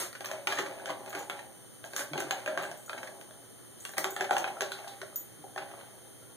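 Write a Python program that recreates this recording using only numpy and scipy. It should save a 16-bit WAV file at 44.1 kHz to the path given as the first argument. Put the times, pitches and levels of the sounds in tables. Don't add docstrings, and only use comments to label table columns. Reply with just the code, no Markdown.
import sys
import numpy as np
from scipy import signal
from scipy.fft import rfft, irfft, next_fast_len
from scipy.io import wavfile
from scipy.ndimage import uniform_filter1d

SR = 44100
rng = np.random.default_rng(int(sys.argv[2]) if len(sys.argv) > 2 else 0)


def to_wav(s):
    ch = np.atleast_2d(s).T
    pcm = np.round(np.clip(ch, -1, 1) * 32767)
    wavfile.write(sys.argv[1], SR, pcm.astype(np.int16))


def undo_db(level):
    steps = np.asarray(level, float) / 20
    return 10 ** steps


N = 280455

# frequency in Hz, level in dB, t60 in s.
BODY_MODES = [(337, -3, 0.05), (388.5, 10, 0.12), (564.4, 4.5, 0.11), (630, 2, 0.1), (674, 7, 0.05),
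              (796.3, 14.5, 0.033)]
# frequency in Hz, level in dB, t60 in s.
PANEL_MODES = [(1146, -10, 0.062), (1430, -69, 0.075), (1617, -3, 0.044), (1915, -16, 0.07),
               (2520, -0.5, 0.032), (3127, -1, 0.013), (4450, 15, 0.00046)]
# frequency in Hz, level in dB.
WALL_DB = [(500, -16.5), (1050, 5.5), (1600, 8), (2500, 10.5), (3500, 1.5), (4800, -4), (7000, -27.5)]
# frequency in Hz, level in dB.
CRACK_DB = [(2500, 5.5), (4200, 2), (6500, 12), (9000, 2), (12000, 0), (16000, -0.5)]


def evened(x):
    return x / np.sqrt(np.mean(x ** 2) + 1e-20)


def peak_one(x):
    return x / abs(x).max()


def read(points, hz):
    f, value = np.transpose(points)
    return np.interp(np.log(hz + 1), np.log(f + 1), value)


def add(mix, s, sound):
    part = mix[round(s * SR):][:len(sound)]
    part += sound[:len(part)]


def coloured(x, points):
    size = next_fast_len(x.shape[-1])
    gain = undo_db(read(points, np.fft.rfftfreq(size, 1 / SR)))
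    return irfft(rfft(x, size) * gain, size)[..., :x.shape[-1]]


def ring(modes, t, jitter_db=0., detune=1.):
    hz, db, t60 = np.transpose(modes)[..., None]
    decay = undo_db(db + jitter_db - 60 * t / t60)
    return (decay * np.sin(2 * np.pi * hz * detune * t)).sum(0)


def swing_up(t, rise_s):
    return 1 - np.exp(-t / rise_s)


def ports(common, differing):
    return np.array([common + differing, common - differing])


def background():
    # frequency in Hz, density in dB per Hz.
    common_db = [(30, -88), (60, -87.5), (110, -77.5), (170, -83), (370, -85.5), (540, -90.5),
                 (800, -102.5), (1500, -101), (3300, -105), (5000, -109), (7000, -106), (16000, -107)]
    # frequency in Hz, density in dB per Hz.
    differing_db = [(30, -104), (60, -97), (120, -89), (370, -90.5), (540, -95), (800, -97), (1500, -102),
                    (3300, -105), (5000, -109), (7000, -106), (16000, -106)]
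    # time in s, frequency in Hz.
    whine_hz = [(0, 3035), (3, 3070), (5, 3125), (6.36, 3130)]
    # multiple of the pitch, level in dB.
    whine_db = [(1, -66.5), (2, -68), (3, -57.5)]
    # frequency in Hz, level in dB.
    hum = [(120, -56), (6900, -79.5), (9860, -118)]
    # start in s, frequency in Hz, level in dB.
    far_whistle = (6.19, 1400, -74)
    t = np.arange(N) / SR
    noise = rng.standard_normal((2, N)) * np.sqrt(SR / 2)
    out = ports(coloured(noise[0], common_db), coloured(noise[1], differing_db))
    flutter, swell = uniform_filter1d(uniform_filter1d(rng.standard_normal((2, N)), size=40), size=40)
    turns = np.cumsum(np.interp(t, *np.transpose(whine_hz)) + 55 * evened(flutter)) / SR
    for multiple, db in whine_db:
        tone = (1 + 0.23 * evened(swell)) * np.cos(2 * np.pi * round(multiple) * turns)
        out += undo_db(db) * tone * np.array([[1], [.25]])
    for hz, db in hum:
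        out += undo_db(db) * np.sin(2 * np.pi * hz * t)
    s, hz, db = far_whistle
    level = undo_db(db) * np.clip((t - s) / 0.034, 0, 1) * (1 + 0.49 * np.sin(2 * np.pi * 14 * t))
    return out + level * np.sin(2 * np.pi * hz * t)


def free_mode_hz(s):
    # time in s, free mode in Hz.
    grip = [(0, 507), (0.21, 730), (0.33, 563), (0.47, 820), (0.6, 493), (0.86, 660), (1.3, 750),
            (1.95, 626), (2.13, 596), (2.18, 330), (2.24, 600), (2.27, 380), (2.31, 791), (2.44, 572),
            (2.57, 605), (2.62, 680), (2.9, 640), (3.9, 718), (4.45, 761), (4.65, 630), (4.88, 740),
            (5.02, 400), (5.06, 635), (5.45, 740), (5.6, 685)]
    return np.interp(s, *np.transpose(grip))


def grip_db(mode_hz, free_hz):
    return -np.minimum(22 * abs(np.log2(mode_hz / free_hz)), 10.5)


def handling():
    # start in s, level in dB, fade in s,
    # wall relative level in dB, brightness in dB.
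    shoves = [(0, -35.5, 0.12, 4.5, -2), (.49, -37, 0.27, -13, -8), (.6, -35.5, 1, -7.5, -21),
              (1.31, -38.5, 0.22, -2.5, -17), (2.14, -31, 0.28, -26, -28), (2.48, -35.5, 0.2, -2.5, -18),
              (2.58, -34, 0.27, -0.5, -16), (2.93, -41, 0.64, -12, -16), (3.98, -35, 0.15, -21, -6),
              (4.055, -35, 0.1, -19, -13), (4.32, -30, 0.41, -8, -14.5), (4.62, -30, 0.071, -6, -18),
              (5.58, -47, 0.91, -3, -23)]
    # top in s, level in dB, swell and fade in s,
    # wall relative level in dB, brightness in dB.
    squeezes = [(0.33, -40, 0.18, 0.5, -12), (.9, -31, 0.045, -1, -14), (1.08, -40, 0.032, -2.5, -13),
                (1.188, -38.5, 0.13, -2, -9.5), (1.86, -40, 0.033, -21, -7.5), (1.99, -41.5, 0.14, -2, -3),
                (2.208, -36, 0.12, -.6, -9.5), (2.35, -40, 0.31, -1, -12), (3.87, -62, 0.35, -2, -0.5),
                (4.22, -35.5, 0.12, 0.5, -13), (4.77, -47.5, 0.85, 0, -9), (2.01, -42.5, 0.05, 7, -3),
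                (0.587, -29.5, 0.062, 0, -12), (5.62, -38, 0.05, -2, -28), (5.81, -51.5, 0.12, 4, -17),
                (3.04, -59, 0.043, -1, -1)]
    fade_speed = (1.01, 1.05, 1.1, 1.3)
    # body, panels, crackle, hiss in dB.
    rest_db = (-70, -83, -73, -76.5)
    t = np.arange(0, N / SR + .01, .002)
    speed = np.array(fade_speed)[:, None]
    power = undo_db(np.array(rest_db)[:, None] + 0 * t) ** 2
    for rows, sudden in ((shoves, True), (squeezes, False)):
        for s, db, fade_s, wall_db, bright_db in rows:
            rise_s = 0.016 if sudden else fade_s
            away = np.where(t < s, (s - t) / rise_s, (t - s) / fade_s)
            top_db = db + np.array([[0], [wall_db], [bright_db], [4.5 + 3.1 * bright_db]])
            power = power + undo_db(top_db - np.minimum(26.5 * speed * away, 200)) ** 2
    return [np.interp(np.arange(N) / SR, t, np.sqrt(p)) for p in power]


def crinkle():
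    body, panels, fine, hiss = handling()
    chance, size, noise = rng.random((3, N)), rng.exponential(1, (3, N)), rng.standard_normal((3, N))
    slips_per_s = np.array([[700], [900], [1500]])
    slips = (chance < slips_per_s / SR) * undo_db(3.4 * np.minimum(size, 4)) * np.sign(noise)
    t = np.arange(8000) / SR
    free_hz = free_mode_hz(np.arange(N) / SR)
    low = np.zeros(N)
    for mode in BODY_MODES:
        low += signal.oaconvolve(slips[0] * undo_db(grip_db(mode[0], free_hz)), ring([mode], t))[:N]
    rub = slips[1] + .5 * slips[0] + 0.14 * noise[1]
    panel = evened(signal.oaconvolve(rub, ring(PANEL_MODES, t))[:N])
    mid = evened(0.067 * panel + evened(coloured(rub, WALL_DB)))
    top = evened(coloured(slips[2] + 0.68 * slips[1] + 0.9 * noise[2], CRACK_DB))
    air = evened(coloured(noise[0] + 1.3 * slips[2], [(6000, -15), (9500, -10.0), (16000, -23.0)]))
    out = undo_db(-7.5) * body * evened(low) + undo_db(-9.5) * panels * mid
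    return out + undo_db(-5.5) * fine * top + undo_db(1) * hiss * air


def pops():
    # start in s, level in dB, panel in Hz, hollow relative level in dB, hollow mode in Hz.
    pop_rows = [(0.012, -38, 1580, 0, 384), (0.030, -37, 1210, -3, 350), (0.2164, -41, 1570, -6, 815),
                (0.334, -40.5, 1000, 8, 619), (0.5157, -28, 1670, -11, 706), (0.5751, -25, 1780, -17, 600),
                (0.598, -27.5, 1550, 0, 398), (0.798, -37, 1600, -8, 694), (0.810, -52, 1620, -5, 800),
                (0.878, -31, 1660, -5, 600), (0.8949, -26, 1050, -10, 594), (0.907, -31, 1100, -5, 521),
                (1.1388, -34.5, 1690, -2.5, 680), (1.172, -37, 1590, -5, 385), (1.207, -40.5, 1210, 2, 514),
                (2.001, -38, 1600, -19, 580), (2.009, -29, 1580, -25, 610), (2.018, -31.5, 1575, -18, 720),
                (2.035, -43, 1660, -12, 600), (2.156, -32, 1570, -5, 407), (2.222, -30, 1560, -2, 660),
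                (2.268, -42.5, 1200, 8.5, 384), (2.4763, -24, 1620, -4, 590), (2.512, -40, 1500, -1, 580),
                (2.528, -45, 1700, 5, 583), (2.5506, -37.5, 1650, 3, 627), (2.597, -31.5, 1300, 1.5, 692),
                (2.652, -29.5, 1570, -5.5, 381), (2.8794, -41, 1400, -9, 620),
                (3.9749, -33, 1650, -20, 803), (4.2937, -32, 1510, 5.5, 778),
                (4.5686, -35, 1360, -1.5, 688), (4.8435, -39, 1600, 0.5, 640), (4.872, -41, 1120, -3, 814),
                (5.030, -40, 1710, 6, 637), (5.1283, -48.5, 1250, -5, 606), (5.7369, -42, 1210, -4, 760),
                (5.8113, -47, 1440, -10, 645), (4.122, -40, 1510, 4, 389), (1.005, -48.5, 1030, 7.5, 379)]
    pop_t60 = (.018, 0.057, 0.0072)
    out, t = np.zeros(N), np.arange(4000) / SR
    panel_t60, hollow_t60, crack_t60 = pop_t60
    grit = rng.standard_normal((len(pop_rows), len(t)))
    for (s, db, panel_hz, hollow_db, hollow_hz), noise in zip(pop_rows, grit):
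        crack = (coloured(noise, CRACK_DB) + coloured(noise, WALL_DB)) * undo_db(-60 * t / crack_t60)
        hollow = ring([(hollow_hz, hollow_db, hollow_t60)], t) * swing_up(t, 0.0023)
        panel = ring([(panel_hz, 0, panel_t60)], t)
        add(out, s, undo_db(db) * ((panel + undo_db(-6.5) * peak_one(crack)) * swing_up(t, 0.00077) + hollow))
    return out


def buckles(rows, click_t60, rise_s, tail):
    out, t = np.zeros(N), np.arange(5000) / SR
    luck = rng.standard_normal((len(rows), 2, 13, 1))
    grit = rng.standard_normal((len(rows), 2, 2048))
    short_t = t[:2048]
    burst = undo_db(-60 * short_t / click_t60) + tail * undo_db(-60 * short_t / 0.037)
    burst *= swing_up(short_t, rise_s)
    body_hz = np.array(BODY_MODES)[:, :1]
    for (s, db, boom_db, crack_db, boom_hz, panel_hz), (vary, tune), noise in zip(rows, luck, grit):
        boom = ring(BODY_MODES, t, 3 * vary[:6] + grip_db(body_hz, boom_hz), 1 + 0.017 * tune[:6])
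        boom += ring([(boom_hz, 3, .075)], t)
        boom *= swing_up(t, 0.003)
        panel = ring(PANEL_MODES, t, 4 * vary[6:], 1 + 0.05 * tune[6:]) + ring([(panel_hz, 4, .025)], t)
        add(out, s, undo_db(db - 2.0) * peak_one(panel * swing_up(t, rise_s)))
        add(out, s, undo_db(db + boom_db - 2.0) * peak_one(boom))
        add(out, s, undo_db(db - 0.5) * peak_one(coloured(noise[0], WALL_DB) * burst))
        add(out, s, undo_db(db + crack_db + 5.5) * peak_one(coloured(noise[1], CRACK_DB) * burst))
    return out


def snaps():
    # start in s, level in dB, boom relative
    # level in dB, crack relative level in dB.
    more_snap_rows = [(0.129, -39.5, -23, -5), (0.2072, -32.5, -5, -8), (0.353, -49, 8, -16),
                      (0.804, -45, -7, -23), (1.001, -67, 0, 12), (1.061, -39.5, -17, -7),
                      (1.1044, -43.5, 0.5, -3), (1.205, -44, -5, -25), (1.8412, -35.5, -6.5, -19),
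                      (1.9346, -36.5, -7.5, -5), (2.204, -26.5, -17, -6.5), (2.324, -44, 14, -10),
                      (2.7144, -39.5, -2, 0), (2.9312, -32, -6.5, -12), (3.031, -33, -21, -13),
                      (3.212, -41.5, -31, -3), (3.3094, -46.5, -6, -14.5), (3.8925, -38, -10, -4),
                      (3.936, -40, -6, -18), (4.3822, -31.5, -25, 3.5), (4.879, -38.5, -11, 1),
                      (5.0161, -34, -7.5, -8), (5.4401, -58, 18.5, -6), (5.7752, -51, 3, -11),
                      (5.1575, -53, -27, 11), (4.6197, -28.5, -5, -2)]
    # start in s, level in dB, boom relative level in dB, boom in Hz, panel in Hz.
    dent_rows = [(0.1505, -35.5, -12, 620, 1500), (0.2438, -33, -11, 596, 1440),
                 (0.2868, -37.5, -10, 630, 1700), (0.5023, -33, -1, 760, 1610),
                 (0.5223, -25, -5.5, 696, 1650), (0.5854, -22.5, -7, 432, 1120),
                 (0.6609, -33.5, -5, 540, 1600), (0.9018, -38, -24, 640, 1090),
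                 (1.1276, -34, -31, 630, 1500), (1.1493, -30, -3.5, 356, 1585),
                 (1.3907, -38, -7, 560, 1810), (2.1764, -28, 0, 292, 1330), (2.4751, -30.5, -4, 574, 1665),
                 (2.6327, -34, -3, 630, 1590), (2.9773, -34.5, -29, 557, 1520),
                 (3.0716, -34, -17, 534, 1815), (3.968, -34, -7.5, 800, 1800),
                 (4.2416, -31.5, 3, 765, 1640), (4.3294, -30, -13, 800, 1460),
                 (4.4752, -32.5, 5.5, 790, 1300), (4.6497, -50, -2, 620, 1500),
                 (4.787, -41.5, 3.5, 750, 1840), (5.5769, -30.5, -2.5, 644, 1550),
                 (5.7132, -42.5, -0.5, 756, 1230)]
    # start in s, level in dB, boom relative level in dB,
    # crack relative level in dB, panel in Hz.
    snap_rows = [(0.258, -32.5, -28, -1, 1750), (0.3138, -32, -0.5, -4, 1720),
                 (0.472, -19, -14, -10.5, 1430), (0.858, -31.5, -20, -3.5, 1610),
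                 (1.2984, -24.5, -11, -9.5, 1670), (1.9636, -26.5, -33, 2.5, 1590),
                 (1.9812, -31, -20, -18, 1150), (1.993, -29.5, -13, -1, 1530),
                 (2.1338, -27, -4.5, -19, 900), (2.3091, -21, -15, -6, 1610), (2.4611, -27.5, -5, -9, 1610),
                 (2.5752, -21.5, -6, -13, 1570), (2.8953, -29, -12, -14, 1370),
                 (3.8512, -30, -24, -5, 1600), (3.981, -24, -10.5, -0.5, 1990),
                 (4.043, -20, -10.5, -8, 1510), (4.164, -25.5, -9.5, -10, 1330),
                 (4.2091, -22, -3.5, -10, 1650), (4.309, -20, 2, -10.5, 1510),
                 (4.3668, -23.5, 0, -11, 1680), (4.4423, -22.5, -11, -33, 1580),
                 (4.608, -22.5, -15, -3.5, 1630), (4.7195, -30.5, -34, -8, 1530),
                 (5.561, -33.5, 1.5, -9, 1670)]
    sharp = [(s, db, boom, crack, free_mode_hz(s), hz) for s, db, boom, crack, hz in snap_rows]
    sharp += [(*row, free_mode_hz(row[0]), 1614) for row in more_snap_rows]
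    soft = [(s, db, boom, -12.5, low, hz) for s, db, boom, low, hz in dent_rows]
    quick = buckles(sharp, click_t60=.004, rise_s=.0001, tail=.27)
    return quick + undo_db(-2) * buckles(soft, click_t60=0.0023, rise_s=0.0021, tail=0.23)


def flicks():
    # start in s, level in dB, ring in Hz, sizzle relative level in dB.
    flick_rows = [(0.2199, -44, 6500, 0), (0.25, -33.5, 4000, 5), (0.3135, -37, 3940, 0),
                  (0.4708, -28, 3600, -6), (0.5011, -31, 4000, -9), (0.8679, -41, 6450, 0),
                  (1.0954, -44, 6500, 0), (1.934, -36, 3700, -2), (1.9616, -38, 6450, -3),
                  (2.2004, -31.5, 6500, 5), (2.3093, -19, 2620, -14), (2.3237, -42, 2620, -12),
                  (2.575, -41, 6600, -3), (3.802, -42, 6600, 2), (3.85, -40, 8900, -2),
                  (3.8916, -48, 9000, 0), (3.9812, -27, 9430, 5), (4.3291, -36, 3600, -2),
                  (4.3804, -32.5, 9000, 0), (4.6079, -30, 6600, 0), (1.849, -39, 6700, -1),
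                  (2.168, -42, 6300, -10), (2.179, -31, 6500, -4), (0.519, -34, 3900, -8),
                  (0.528, -40, 3280, -8), (0.555, -32, 6500, -8), (0.4724, -29, 1730, -19),
                  (4.0436, -29, 3230, -14), (4.229, -36, 3200, -10), (4.7185, -27.5, 3970, -12),
                  (1.981, -33, 4000, -4), (3.9825, -21, 1950, -30)]
    flick_t60 = (0.0058, 0.0066)
    out, t = np.zeros(N), np.arange(800) / SR
    ring_t60, sizzle_t60 = flick_t60
    grit = rng.standard_normal((len(flick_rows), len(t)))
    for (s, db, hz, sizzle_db), noise in zip(flick_rows, grit):
        treble = coloured(noise, [(4000, -32), (9000, -3), (16000, -3)])
        sizzle = undo_db(db + sizzle_db) * peak_one(treble * undo_db(-60 * t / sizzle_t60))
        add(out, s, (ring([(hz, db, ring_t60)], t) + sizzle) * swing_up(t, 0.00012))
    return out


def sings():
    # start in s, level in dB, frequency in Hz, t60 in s.
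    sing_rows = [(0.592, -31, 387, 0.11), (2.464, -37.5, 569, 0.32), (2.477, -37, 622.5, 0.2),
                 (2.505, -37, 563, 0.28), (2.568, -31, 630, 0.07), (4.618, -30.5, 389.6, 0.15),
                 (4.044, -38, 386, 0.12), (0.383, -47, 565, .22), (0.293, -44, 1015, .1),
                 (4.872, -42, 795, .2), (5.014, -43, 390, .08), (4.708, -46, 390, .25)]
    out, t = np.zeros(N), np.arange(12000) / SR
    for s, db, hz, t60 in sing_rows:
        add(out, s, ring([(hz, db, t60)], t) * swing_up(t, 0.0028))
    return out


def rustles():
    # start in s, level in dB, t60 in s.
    rustle_rows = [(0.506, -42, 0.23), (2.17, -49, 0.25), (4.612, -48, 0.21), (4.722, -46, 0.16),
                   (4.874, -51.5, 0.23)]
    # frequency in Hz, level in dB.
    label_db = [(2200, -28), (3200, -3), (3900, -0.5), (4600, -4), (6500, -21)]
    out, t = np.zeros(N), np.arange(10000) / SR
    grit, size = rng.standard_normal((2, len(rustle_rows), len(t)))
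    for (s, db, t60), grains in zip(rustle_rows, grit * undo_db(4.6 * size)):
        add(out, s, evened(coloured(grains, label_db)) * undo_db(db - 60 * t / t60) * swing_up(t, 0.002))
    return out


def thuds():
    # start in s, level in dB, thud in Hz, bottle mode relative level in dB.
    thud_rows = [(0.585, -49.5, 163, 15), (0.675, -59.5, 179, 20.5), (0.891, -50, 152, 11),
                 (1.155, -50.5, 158, 9.5), (1.836, -52, 152, -10), (2.110, -37, 150, 3.5),
                 (2.168, -51, 176, -11), (2.24, -46.5, 139, 11.5), (2.312, -56, 162, 11),
                 (2.472, -56, 125, 16), (2.573, -47, 169, -5), (2.68, -47, 157, -12),
                 (3.979, -45.5, 159, 3), (4.207, -50, 134, -2), (4.609, -59, 132, 8),
                 (5.389, -46, 152.5, -3), (5.561, -52, 155, -9), (1.99, -49.5, 231, 5.5)]
    out, t = np.zeros(N), np.arange(8000) / SR
    for s, db, hz, upper_db in thud_rows:
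        modes = [(hz, 0, .25), (301, upper_db - 0.5, .12)]
        add(out, s, undo_db(db + 3.5) * ring(modes, t) * swing_up(t, 0.011))
    return out


def tags():
    # start in s, level in dB, thick tag relative to thin in dB, split ring relative level in dB.
    chinks = [(1.095, -46, -3, -20.5), (1.1908, -47, 3.5, -25), (2.6236, -47, -4, -17),
              (2.774, -52, -5, -16), (2.861, -52, 3, -16), (3.806, -55, 5.5, -4), (3.9165, -49, -7, -25),
              (4.1054, -38.5, -3.5, -22), (5.159, -26, -12, -40.5)]
    # frequency in Hz, level in dB, t60 in s.
    thin_tag = [(14142, -8.5, .27), (14518, 2, .045), (15060, -22, .1), (13330, -24, .12),
                (11840, -24, .08)]
    thick_tag = [(6797, 0, .28), (6818, -7, .2), (6062, -10, .25), (9851, -17, .3), (5150, -18, .2)]
    split_ring = [(7820, 0, .45), (7886, 0, .45)]
    out, t = np.zeros(N), np.arange(16000) / SR
    luck = rng.standard_normal((len(chinks), 10, 1))
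    for (s, db, thick_db, ring_db), vary in zip(chinks, luck):
        add(out, s, undo_db(db - 2) * peak_one(ring(thin_tag, t, 0.94 * vary[:5])))
        add(out, s, undo_db(db + thick_db - 4.0) * peak_one(ring(thick_tag, t, 3 * vary[5:])))
        add(out, s, undo_db(db + ring_db + 18) * peak_one(ring(split_ring, t)))
    return out


def room():
    # frequency in Hz, t60 in s.
    room_t60 = [(200, 0.24), (800, 0.37), (3000, 0.29), (10000, 0.21)]
    taps = np.zeros((2, SR // 2))
    at = np.arange(220, SR // 2 - 20, 20) + rng.integers(0, 20, (2, (SR // 2 - 221) // 20))
    np.put_along_axis(taps, at, rng.choice([-1., 1.], at.shape), 1)
    hz, t, z = signal.stft(taps, SR, nperseg=256)
    tail = signal.istft(z * undo_db(-60 * t / read(room_t60, hz)[:, None]), SR, nperseg=256)[1]
    differing = coloured(tail[1], [(200, -17.5), (600, -5), (1500, -3.5), (16000, 3.0)])
    tail = ports(tail[0], differing)
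    return tail / np.linalg.norm(tail[0])


def reflected(x, tails):
    turn = 2 * np.pi * np.arange(N) / SR / .37
    shares = [np.sqrt(2 / 3) * np.cos(turn / 2 + k * np.pi / 3) for k in range(3)]
    return sum(signal.fftconvolve((x * share)[None], tail, axes=1)[:, :N]
               for share, tail in zip(shares, tails))


def scene():
    bottle, collar = snaps() + crinkle() + thuds(), tags()
    tails, floor = [room(), room(), room()], background()
    bottle += pops() + sings() + rustles() + flicks()
    bottle = coloured(bottle, [(40, -23), (110, -0.5)])
    bass = coloured(bottle, [(380, 0.5), (700, -19)])
    late_treble = np.roll(bottle - bass, 5)
    shaded = coloured(late_treble, [(400, -3.5), (3000, -22.0), (12000, -2.0)])
    direct = np.array([bottle, bass + shaded])
    direct += collar * undo_db([[0], [-4]])
    sent = coloured(bottle + undo_db(-5) * collar, [(300, 1.0), (900, -3.0), (2000, -4.5), (12000, -0.5)])
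    return undo_db(2.5) * direct + reflected(sent, tails) + floor


def joint(x, under_db=-7, quiet_db=-82):
    hz, _, z = signal.stft(ports(*x) / 2, SR, nperseg=2048)
    power = uniform_filter1d(uniform_filter1d(abs(z) ** 2, size=9, axis=1), size=3, axis=2)
    level_db = 10 * np.log10(power + 1e-20)
    weak = (level_db - level_db[::-1] < under_db) & (level_db < quiet_db) & (hz[:, None] > 900)
    return ports(*signal.istft(z * ~weak, SR, nperseg=2048)[1][:, :N])


def roll_off(x):
    return signal.sosfilt(signal.butter(12, 16450, fs=SR, output="sos"), x)


def record(dry):
    late = np.pad(dry, ((0, 0), (17, 0)))[::-1, :N]
    wide = joint(dry - 1.05 * late)
    edge = signal.firwin(401, 15780, window=("kaiser", 3), fs=SR)
    return roll_off(signal.oaconvolve(wide, edge[None], "same"))


dry = scene()
out = record(dry)
to_wav(out)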